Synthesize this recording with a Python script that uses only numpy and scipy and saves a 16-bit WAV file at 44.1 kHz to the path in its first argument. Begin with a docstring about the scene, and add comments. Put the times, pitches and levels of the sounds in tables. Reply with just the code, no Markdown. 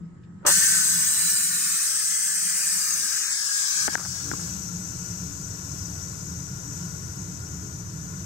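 """A fan drones in a small camper: fuzzy hum, rumble and whirr from shaped noise, over thin air noise and a faint whine.
A finger brushes the valve of an electric pressure cooker, then flicks it open with a scrape of stick-slip ticks.
Steam hisses out over a lower roar from the vent pipe (shaped noise) and rattles the valve on its seat.
The hand-held camera with its two microphone ports is near, turns away, is knocked (decaying modes) and rubbed,
and ends further off with its right port shaded."""
import sys
import numpy as np
from scipy import signal
from scipy.fft import rfft, irfft, next_fast_len
from scipy.io import wavfile
from scipy.ndimage import uniform_filter1d, map_coordinates

SR = 44100
rng = np.random.default_rng(int(sys.argv[2]) if len(sys.argv) > 2 else 0)


def unload_wav(signal):
    """Save mono or channel-first audio to the path in sys.argv[1] as 16-bit WAV at rate SR, clipped to [-1, 1]."""
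    wavfile.write(
        sys.argv[1],
        SR,
        np.round(np.clip(np.atleast_2d(signal).T, -1, 1) * 32767).astype(np.int16),
    )


N = 363825

# knocks on the camera: (time [s], level [dB], starting pitch [Hz], ring t60 [s],
# thud relative to the level [dB], cut of ring and crack at the right port [dB])
KNOCK_ROWS = [(3.8798, -9, 1500, .0055, -7, 13), (3.8846, -15, 1650, .007, 3, 16),
              (3.897, -33, 900, .008, 3, 18), (3.925, -33, 1740, .013, 2, 23),
              (3.949, -30, 800, .006, 0, 20), (3.9531, -17, 6400, .004, -20, 20),
              (3.9534, -9.5, 1700, .0125, -13, 17), (3.976, -34, 1600, .01, 7, 18),
              (4.014, -32, 1420, .016, -10, 16), (4.039, -33, 1450, .01, -6, 16),
              (4.051, -31, 1500, .01, -6, 16), (4.057, -24.5, 1290, .008, -5, 20),
              (4.214, -35, 1420, .01, -10, 8), (4.281, -36, 1340, .01, -6, 10),
              (4.3146, -17, 1550, .013, 0, 18), (4.3335, -34, 700, .01, 19, 10),
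              (4.336, -25, 1200, .018, 0, 19), (4.3955, -31, 1500, .01, 0, 14)]
# jet treble, near and turned: (frequency [Hz], relative density [dB])
CLOSE_TREBLE = [(9500, -9.5), (10600, -7), (11500, -16), (12300, -16), (13200, -22.5), (14500, -17.5),
                (15700, -16.5)]
# likeness of the channels, near and turned: (frequency [Hz], left-right likeness [0-1])
CLOSE_ALIKE = [(700, .6), (1500, .75), (2300, .55), (2900, .6), (3800, .45), (5500, .35), (8300, .6),
               (9500, 1)]
# phase lead of the right port, bent by the turned camera body: (frequency [Hz], lead [rad])
TURNED_PHASE = [(200, 0.1), (1000, -.2), (2100, 0), (2700, -.7), (3500, -1.6), (4300, -2.8), (6000, -6.3),
                (8500, -7.5), (9500, -9)]


def amp(db):
    """Linear gain of a level in dB."""
    return 10 ** (np.asarray(db) / 20)


def unit(x):
    """x scaled to an rms of 1."""
    return x / np.sqrt(np.mean(x ** 2) + 1e-20)


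def along(points, hz):
    """Values of (frequency, value) points, joined on a log frequency axis."""
    f, v = np.transpose(points)
    return np.interp(np.log(hz + 1), np.log(f + 1), v)


def curves(table):
    """One value per sample for each column after the time."""
    s, *cols = np.transpose(table)
    return [np.interp(np.arange(N) / SR, s, c) for c in cols]


def wobble(rate):
    """A smooth random curve, rate knots a second."""
    knots = rng.standard_normal(int(N * rate / SR) + 4)
    return map_coordinates(knots, [np.arange(N) * rate / SR])


def scatter(hz, step_hz):
    """A smooth random curve over frequency: what many small echoes do to the phase."""
    knots = rng.standard_normal(int(SR / 2 / step_hz) + 4)
    return map_coordinates(knots, [hz / step_hz])


def filtered(x, response):
    """x times a complex response of frequency."""
    m = next_fast_len(N + 8192)
    return irfft(rfft(x, m) * response(np.fft.rfftfreq(m, 1 / SR)), m)[..., :N]


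def bumps_db(modes, hz):
    """Rounded peaks on a spectrum, in dB."""
    return sum(db / (1 + np.square(np.square(2 * (hz - c) / w))) for c, w, db in modes)


def resonances(modes, hz):
    """Causal response of a few damped modes of alternating sign."""
    total = 0
    for k, (c, w, db) in enumerate(modes):
        damping = 1j * hz * w
        total = total + (-1) ** k * amp(db) * damping / (c * c - hz * hz + damping)
    return total


def patchy(patchy_db, ripple_db=0, ripple_s=1):
    """Two unrelated noises that share short patches of gain and a fine spectral ripple that drifts."""
    z = signal.stft(rng.standard_normal((2, N)), nperseg=1024)[2]

    def field(bins, s):
        across = uniform_filter1d(rng.standard_normal(z.shape[1:]), bins, 0)
        return unit(uniform_filter1d(across, max(round(s * SR / 512), 1), 1))

    gain_db = patchy_db * field(10, .05) + ripple_db * field(2, ripple_s)
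    return signal.istft(z * amp(gain_db), nperseg=1024)[1][:, :N]


def pair(noises, gain, alike, lead=lambda hz: 0 * hz):
    """Stereo noise with a gain for each channel, a likeness and a phase lead of the right channel."""
    m = next_fast_len(N + 8192)
    hz = np.fft.rfftfreq(m, 1 / SR)
    same, other = rfft(noises, m)
    turn = np.arccos(np.clip(along(alike, hz), 0, 1)) / 2
    left = (np.cos(turn) * same + np.sin(turn) * other) * np.exp(-1j * lead(hz))
    right = np.cos(turn) * same - np.sin(turn) * other
    return irfft(gain(hz) * np.array([left, right]), m)[..., :N]


def rubbing(gain, modes, slips_per_s, smooth, lean_db):
    """Stick-slip ticks of uneven size, with some smooth noise, ring a part while it is rubbed."""
    ticks = (rng.random(N) < slips_per_s / SR) * rng.standard_normal(N)
    slips = ticks + smooth * rng.standard_normal((2, N))
    ring = unit(filtered(slips, lambda hz: resonances(modes, hz) / (1 + 1j * hz / 2500) ** 2))
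    return gain * ring * amp([[lean_db / 2], [-lean_db / 2]])


def strokes(rows, rise_db_per_s, fall_db_per_s):
    """Gain of strokes that rise, hold and die away."""
    t = np.arange(N) / SR
    total = 0
    for s, hold, db in rows:
        rise_db = rise_db_per_s * np.clip(s - t, 0, None)
        fall_db = fall_db_per_s * np.clip(t - s - hold, 0, None)
        total = total + amp(db - rise_db - fall_db)
    return total


def cabin():
    """A fan's hum, rumble and whirr, noise through modes and slopes, over thin air noise and a whine."""
    # modes of hum (applied twice) and whirr: (frequency [Hz], width [Hz], relative level [dB])
    hum_modes = [(177.3, 38.6, 23.5), (213.4, 22, -6)]
    whirr_modes = [(279.4, 7.7, 5.5), (346, 33, -5), (416.7, 18, -4.5), (462, 36, -10.5), (592, 14, -21.5)]
    # (frequency [Hz], relative density [dB])
    rumble_slope = [(15, -52), (25, -31), (43, -33), (81, -13), (150, -12), (200, -32), (330, -120)]
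    # (frequency [Hz], left-right likeness [0-1])
    fan_alike = [(60, 1), (170, 0.91), (280, 1), (600, 0.092)]
    # (time [s], hum level [dB], rumble level [dB], whirr level [dB]); steady after the last row
    fan_levels = [(0, -36, -48.5, -58), (.15, -49, -48, -62.5), (.6, -43.5, -48, -58), (1.2, -49, -52, -60),
                  (1.72, -53, -59.5, -64), (1.9, -64.5, -70, -74), (2.2, -57, -65, -109),
                  (2.45, -52, -77, -101), (2.75, -54.5, -60.5, -75), (3.05, -55.5, -63, -57.5),
                  (3.27, -69, -63, -66), (3.7, -60.5, -73, -90), (3.85, -53, -47.5, -56),
                  (4.05, -45, -42.5, -67), (4.3, -47, -38.5, -43.5), (4.47, -39, -39.5, -52),
                  (5.4, -43.5, -38, -50.5)]
    # quiet cabin air: (frequency [Hz], relative density [dB])
    air_slope = [(300, -5.5), (600, -18.5), (1000, -17.5), (1900, -18.5), (2400, -31), (4000, -35.5),
                 (7000, -33.5), (9000, -36), (11000, -72), (12000, -120)]
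    # a faint hiss band in the air: (frequency [Hz], width [Hz], height [dB])
    air_bumps = [(7500, 290, 11)]
    whine_hz, whine_db = 1276, -70

    def voices(hz):
        hum = resonances(hum_modes, hz) ** 2
        whirr = resonances(whirr_modes, hz) * (hz > 225)
        return np.array([hum, amp(along(rumble_slope, hz)), whirr])[:, None]

    def air_gain(hz):
        return amp(along(air_slope, hz) + bumps_db(air_bumps, hz))

    hum_db, rumble_db, whirr_db = curves(fan_levels)
    hum, rumble, whirr = map(unit, pair(rng.standard_normal((2, N)), voices, fan_alike))
    fan = amp(hum_db) * hum + amp(rumble_db) * rumble + amp(whirr_db) * whirr
    air = unit(pair(patchy(2.2), air_gain, [(1000, 0.033)]))
    air_db = -41.5 + .24 * whirr_db  # the air noise sinks a little with the whirr
    whine_phase = 2 * np.pi * whine_hz * np.arange(N) / SR + .6 * wobble(20)
    whine = np.sqrt(2) * np.sin(whine_phase) * amp(whine_db + 1.4 * wobble(14))
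    return fan + amp(air_db) * air + whine


def finger_brush():
    """A finger brushes the valve: dense small slips through two broad modes."""
    # (time [s], hold [s], level [dB])
    brush_strokes = [(.235, .004, -66)]
    # (frequency [Hz], width [Hz], relative level [dB])
    brush_modes = [(2500, 1300, -2), (4500, 2700, -1)]
    gain = strokes(brush_strokes, rise_db_per_s=2500, fall_db_per_s=450)
    return rubbing(gain, brush_modes, slips_per_s=2400, smooth=.3, lean_db=5)


def valve_scrape():
    """The valve creeps, then turns in jerks: stick-slip ticks ring its modes."""
    # (time [s], hold [s], level [dB])
    turn_strokes = [(.431, .017, -50), (.453, 0.014, -25), (.482, 0.016, -32)]
    # (frequency [Hz], width [Hz], relative level [dB])
    valve_modes = [(334, 74, -3), (590, 33, 7), (900, 93, 4), (1240, 350, -0.5)]
    gain = strokes(turn_strokes, rise_db_per_s=3500, fall_db_per_s=600)
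    return rubbing(gain, valve_modes, slips_per_s=620, smooth=0.21, lean_db=2.5)


def pressure_db():
    """Level of hiss, middle and roar: a leak, a blast that bleeds off, a slow sag as the pot empties."""
    leak_s, open_s, opening_s = 0.4513, .463, 0.0014  # the valve leaks first, then opens fully
    # each list: hiss, soft middle, vent roar
    leak = np.c_[[-31, -11, -24]]  # dB under the full jet
    full = np.c_[[-17, -37, -30.5]]  # dB at opening, ahead of the camera's gains
    blast = np.c_[[4.5, 7.5, 7.5]]  # dB lost as the first surplus of pressure bleeds off
    bleed = np.c_[[0.82, 0.39, 0.53]]  # time constant of that loss, s
    sag = np.c_[[1.5, 1.08, 0.99]]  # dB per s
    t = np.arange(N) / SR
    since = np.clip(t - open_s, 0, None)
    shut = leak * np.clip(1 - since / opening_s, 0, 1) - 200 * (t < leak_s)
    return full + shut - blast * (1 - np.exp(-since / bleed)) - sag * since


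def jet(noises, spectra, walls, treble, treble_db, alike, phase, blur):
    """The jet in one camera place: turbulence noise as hiss, soft middle and vent roar of rms 1 each."""
    treble_hz, delay_s = 9500, 12.8 / SR  # above treble_hz the left channel is delayed and inverted
    # how much small echoes blur the phase: (frequency [Hz], share [0-1])
    echo_share = [(1000, 1), (1500, .4), (4000, .4), (5000, 1)]

    def bands(hz):
        top_db = along(treble, hz) + treble_db
        colour_db = [np.where(hz > treble_hz, top_db, along(s, hz) + bumps_db(w, hz))
                     for s, w in zip(spectra, walls)]
        colour = amp(colour_db) * hz ** 3 / (hz ** 3 + 550 ** 3)  # low cut
        dull = 1 / (1 + (hz / 4200) ** 12)
        roar = 1 / (1 + (hz / 2500) ** 12)
        return np.array([colour * (1 - dull), colour * (dull - roar), colour * roar])

    def lead(hz):
        echoes = blur * along(echo_share, hz) * scatter(hz, step_hz=89.72)
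        delayed = np.pi + 2 * np.pi * hz * delay_s
        return np.where(hz > treble_hz, delayed, along(phase, hz) + echoes)

    # one shared noise comes to feed both channels just above treble_hz
    return [unit(band) for band in pair(noises, bands, alike + [(treble_hz + 400, 1)], lead)]


def near_jet():
    """The jet close by, coloured by reinforcements from the close cabin walls."""
    # jet at each port: (frequency [Hz], relative density [dB])
    left = [(700, -23.5), (1000, -21), (1500, -12), (2200, -15), (2700, -11.5), (3100, -5), (3600, -7),
            (4200, -9.5), (5200, -7), (6300, -4.5), (7500, -3), (8600, -4), (9600, -9)]
    right = [(700, -27.5), (1000, -25.5), (1500, -14), (2200, -18), (2700, -10.5), (3100, -5.5),
             (3600, -10.5), (4200, -10.5), (5200, -17), (6300, -12.5), (7500, -8), (8600, -4), (9600, -9.5)]
    # wall reinforcements: (frequency [Hz], width [Hz], height [dB])
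    left_walls = [(1340, 110, 4.5), (1560, 160, 5), (1730, 140, 6.5), (2000, 100, 4), (4470, 200, 2),
                  (4900, 250, 3), (5830, 150, 4), (6120, 80, 4), (6250, 100, 5), (6500, 90, 4),
                  (7200, 200, 3), (7700, 120, 3), (8250, 130, 5), (8490, 100, 4), (8830, 100, 3)]
    right_walls = [(1150, 120, 3), (1600, 360, 6), (1990, 90, 5), (4900, 120, 4), (6800, 150, 5),
                   (7080, 100, 3), (7820, 150, 3), (8270, 100, 3), (8620, 160, 5), (9300, 150, 2)]
    # phase lead of the right port, bent by the camera body: (frequency [Hz], lead [rad])
    near_phase = [(200, 0.1), (600, -2.1), (1100, 0.1), (1600, 1.8), (2000, 0.1), (2700, -.7), (3500, -1.6),
                  (4300, -2.8), (5200, -4.2), (6300, -5.2), (7200, -6.5), (8800, -6.6), (9500, -9)]
    return jet(patchy(1.5, ripple_db=4, ripple_s=.6), (left, right), (left_walls, right_walls),
               CLOSE_TREBLE, 0, CLOSE_ALIKE, near_phase, blur=0.98)


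def turned_jet():
    """The jet with the camera turned away, its treble weaker."""
    # jet at each port: (frequency [Hz], relative density [dB])
    left = [(700, -38), (1000, -21.5), (1500, -17.5), (1900, -23), (2300, -14), (2800, -27), (3500, -12.5),
            (4200, -13), (5200, 0.5), (6300, -1), (7500, -1.5), (8600, -9), (9600, -17)]
    right = [(700, -36), (1000, -21), (1500, -21), (1900, -17), (2300, -19), (2800, -19), (3500, -20),
             (4200, -9.5), (5200, -10.5), (6300, -10), (7500, -13), (8600, -7), (9600, -7.5)]
    # wall reinforcements at both ports: (frequency [Hz], width [Hz], height [dB])
    both_walls = [(1300, 45, 1.3), (1645, 260, 15), (2100, 110, 2.1)]
    return jet(patchy(1.1, ripple_db=3, ripple_s=.2), (left, right), (both_walls, both_walls),
               CLOSE_TREBLE, -6.5, CLOSE_ALIKE, TURNED_PHASE, blur=0.92)


def far_jet():
    """The jet from further off, with the right port shaded."""
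    # jet at each port: (frequency [Hz], relative density [dB])
    left = [(700, -12), (1000, -18), (1500, -15.5), (2200, -25), (3100, -13.5), (4200, -15.5), (5200, -9.5),
            (6300, -1.5), (7500, -5), (8600, -16), (9600, -12)]
    right = [(700, -14.5), (1000, -23), (1500, -24), (2200, -25), (3100, -22.5), (4200, -23), (5200, -19.5),
             (6300, -19.5), (7500, -17.5), (8600, -20), (9600, -12)]
    # wall reinforcements: (frequency [Hz], width [Hz], height [dB])
    left_walls = [(860, 180, 2), (1070, 130, 7), (1420, 170, 10), (1720, 140, 5), (1960, 80, 5),
                  (2330, 160, 3), (2580, 120, 4), (2930, 160, 6), (3320, 80, 3), (3700, 200, 6),
                  (4160, 140, 6), (4350, 80, 5), (4690, 120, 5), (5080, 110, 6), (5345, 100, 11),
                  (5755, 160, 11), (5990, 130, 12), (6230, 90, 4), (6480, 100, 8), (6685, 180, 9),
                  (7020, 90, 7), (7410, 70, 5), (7560, 90, 5), (7800, 160, 7), (8030, 200, 9),
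                  (8790, 200, 6)]
    right_walls = [(970, 80, 5), (1430, 100, 7), (1720, 160, 6), (2050, 150, 5), (2970, 170, 5),
                   (3940, 200, 6), (4800, 200, 4), (5490, 150, 9), (5750, 170, 9), (6500, 200, 5),
                   (7020, 100, 6), (7400, 110, 4), (7880, 110, 4), (8200, 120, 5), (9100, 130, 5)]
    # treble: (frequency [Hz], relative density [dB])
    far_treble = [(9500, -21.5), (10400, -24.5), (11000, -30), (12000, -17.5), (12900, -16.5), (13600, -21),
                  (14300, -29), (15000, -35), (15700, -42)]
    # (frequency [Hz], left-right likeness [0-1])
    far_alike = [(700, .6), (1500, .8), (3000, .5), (5000, .6), (7000, .89), (9500, .6)]
    # phase lead of the right port: (frequency [Hz], lead [rad])
    far_phase = [(300, .2), (750, 2.5), (1050, 1.6), (1300, 2.9), (2000, 3.9), (2400, 5.3), (2800, 7.9),
                 (3750, 13), (4250, 12.4), (5600, 15.6), (6500, 18.8), (7500, 19), (9500, 22.5)]
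    return jet(patchy(.8, ripple_db=.9, ripple_s=1.5), (left, right), (left_walls, right_walls),
               far_treble, 0, far_alike, far_phase, blur=0.57)


def left_blended(channels):
    """The left channel shifts in time, its mid band partly a phase-turned copy of the right's."""
    # (time [s], time lead of the left channel [us], share of its band replaced by the copy [0-1])
    blend_path = [(0, 70, .15), (.65, 60, .15), (.75, 60, .6), (.95, 60, .3), (1.25, 0, 0), (2.3, -5, 0),
                  (3.05, 15, .3), (3.2, 45, .85), (3.26, 80, 1), (3.36, 140, 1), (3.41, 165, .9),
                  (3.5, 235, .5), (3.6, 235, .1), (4.6, 235, 0)]
    low_hz, high_hz = 1900, 4600

    def swap(hz):  # takes the left channel's own noise out and puts the copy in
        copy = np.exp(-1j * along(TURNED_PHASE, hz))
        return (hz > low_hz) * (hz < high_hz) * np.array([-1 + 0 * hz, copy])

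    lead_us, copied = curves(blend_path)
    left = channels[0] + copied * filtered(channels, swap).sum(0)
    shifted = map_coordinates(left, [np.arange(N) + lead_us * SR / 1e6], mode="nearest")
    return np.array([shifted, channels[1]])


def dips_db():
    """The steam's level dips briefly in each channel after a knock, deeper after a hard one."""
    depth_db = np.c_[[31, 6]]  # left and right, for a knock of 0 dB
    after_s, recovery_s = 0.0023, 0.0032
    t = np.arange(N) / SR - after_s
    return -depth_db * sum(amp(db) * (t > s) * np.exp(-abs(t - s) / recovery_s)
                           for s, db, *_ in KNOCK_ROWS)


def steam():
    """The steam jet: three camera places cross-fade by square-root gains; the flow flutters a little."""
    # (time [s], place [0 near, 1 turned, 2.29 far], jet gain [dB], extra middle [dB],
    # extra roar [dB], level of left over right [dB])
    camera_path = [(0, 0.17, 1.5, 5, -1.5, -1), (1.1, 0.034, 0.5, -4.5, 1, -1.5),
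                   (1.6, 0.012, -0.3, -9.5, 1.5, -2), (1.95, 0.11, -1, -4.5, -0.5, -0.5),
                   (2.5, .05, 1, -12, 0.5, -0.5), (2.95, 0.014, 2.5, -12, -2, -1.5),
                   (3.24, 0.7, 0, 6.5, 2.5, 0.3), (3.42, 1.33, 2.5, 4, 3, 0.8),
                   (3.875, 0.94, 3, 0.5, 3.5, 0), (3.882, 0.55, -7, 1, 9, 1), (3.952, 1.9, 0, 3, 4, 2),
                   (3.96, 1.75, -5.5, -4, -11, 0), (4.15, 1.54, -4, 0.5, 2.5, 2),
                   (4.5, 1.92, -3.5, -1.5, 1.5, -1.5), (4.65, 2.37, -7.5, -5.5, 1.4, 0.1),
                   (8.25, 2.49, -7, -5.2, 2.7, 0.1)]
    place, gain_db, more_middle_db, more_roar_db, lean_db = curves(camera_path)
    hiss_db, middle_db, roar_db = pressure_db()
    levels = amp([hiss_db, middle_db + more_middle_db, roar_db + more_roar_db])

    def share(spot):
        return np.sqrt(np.clip(1 - abs(place - spot), 0, 1))

    near_share, turned_share = share(0), share(1)
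    hiss, middle, roar = (g * (near_share * a + turned_share * b)
                          for g, a, b in zip(levels, near_jet(), turned_jet()))
    far = share(2.29) * sum(g * c for g, c in zip(levels, far_jet()))
    flow = hiss + left_blended(middle + roar) + far
    flutter_db = .5 * wobble(4.7) + 0.11 * wobble(25)
    return flow * amp(gain_db + flutter_db + dips_db() + [lean_db / 2, -lean_db / 2])


def seat_chatter():
    """The first steam rattles the valve on its seat: irregular ticks ring the seat's modes."""
    # (time [s], hold [s], level [dB])
    rattles = [(.469, 0.012, -32), (.484, 0.0068, -31), (.503, 0.0044, -43)]
    # (frequency [Hz], width [Hz], relative level [dB])
    seat_modes = [(850, 120, -2), (1430, 210, -3), (1950, 370, -10)]
    gain = strokes(rattles, rise_db_per_s=4000, fall_db_per_s=900)
    return rubbing(gain, seat_modes, slips_per_s=820, smooth=0.12, lean_db=8)


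def knocks():
    """Each knock rings the camera shell by the left port for a few cycles and thuds through to the right."""
    sag_per_s = 24  # share of its starting pitch lost per second as the contact deepens
    body_hz, body_db, body_t60_s = 880, -5, 0.011  # a lower mode of the shell
    thud_hz, thud_t60_s, thud_lag = 290, 0.018, 1.9  # lag at the right port in radians
    out, t = np.zeros((2, N)), np.arange(SR // 20) / SR
    rise = np.square(1 - np.exp(-t / .0003))
    body = amp(body_db - 60 * t / body_t60_s) * np.sin(2 * np.pi * body_hz * t) * rise
    thud_wave = np.sin(2 * np.pi * thud_hz * t - np.c_[[0, thud_lag]]) * (1 - np.exp(-t / 0.0017))
    for s, db, hz, t60, thud_db, right_cut_db in KNOCK_ROWS:
        cycles = hz * (t - sag_per_s * t * t / 2)
        ring = 1.53 * amp(-60 * t / t60) * np.sin(2 * np.pi * cycles) * rise
        grit = uniform_filter1d(rng.standard_normal(len(t)), size=7)
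        crack = .5 * amp(-60 * t / .008) * rise * grit
        shell = (ring + body + crack) * amp([[3], [-right_cut_db]])
        thud = amp(thud_db - 60 * t / thud_t60_s) * thud_wave
        out[:, round(s * SR):][:, :len(t)] += amp(db) * (shell + thud)
    return out


def hand_rubs():
    """A hand rubs the camera: sparse stick-slip ticks ring its plastic shell."""
    # (time [s], hold [s], level [dB])
    rub_strokes = [(3.92, 0.027, -51), (3.976, 0.087, -42.5), (4.41, 0.066, -59)]
    # (frequency [Hz], width [Hz], relative level [dB])
    shell_modes = [(344, 250, -6), (1430, 330, 5)]
    gain = strokes(rub_strokes, rise_db_per_s=900, fall_db_per_s=1100)
    return rubbing(gain, shell_modes, slips_per_s=300, smooth=.05, lean_db=8)


def scene():
    """All sources in the two channels, left and right."""
    valve = finger_brush() + valve_scrape() + seat_chatter()
    handling = knocks() + hand_rubs()
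    return cabin() + valve + steam() + handling


def record(dry):
    """The camera keeps nothing above its band limit."""
    top_hz = 15870
    return filtered(dry, lambda hz: np.clip((top_hz - hz) / 150, 0, 1) ** 2)


dry = scene()
out = record(dry)
unload_wav(out)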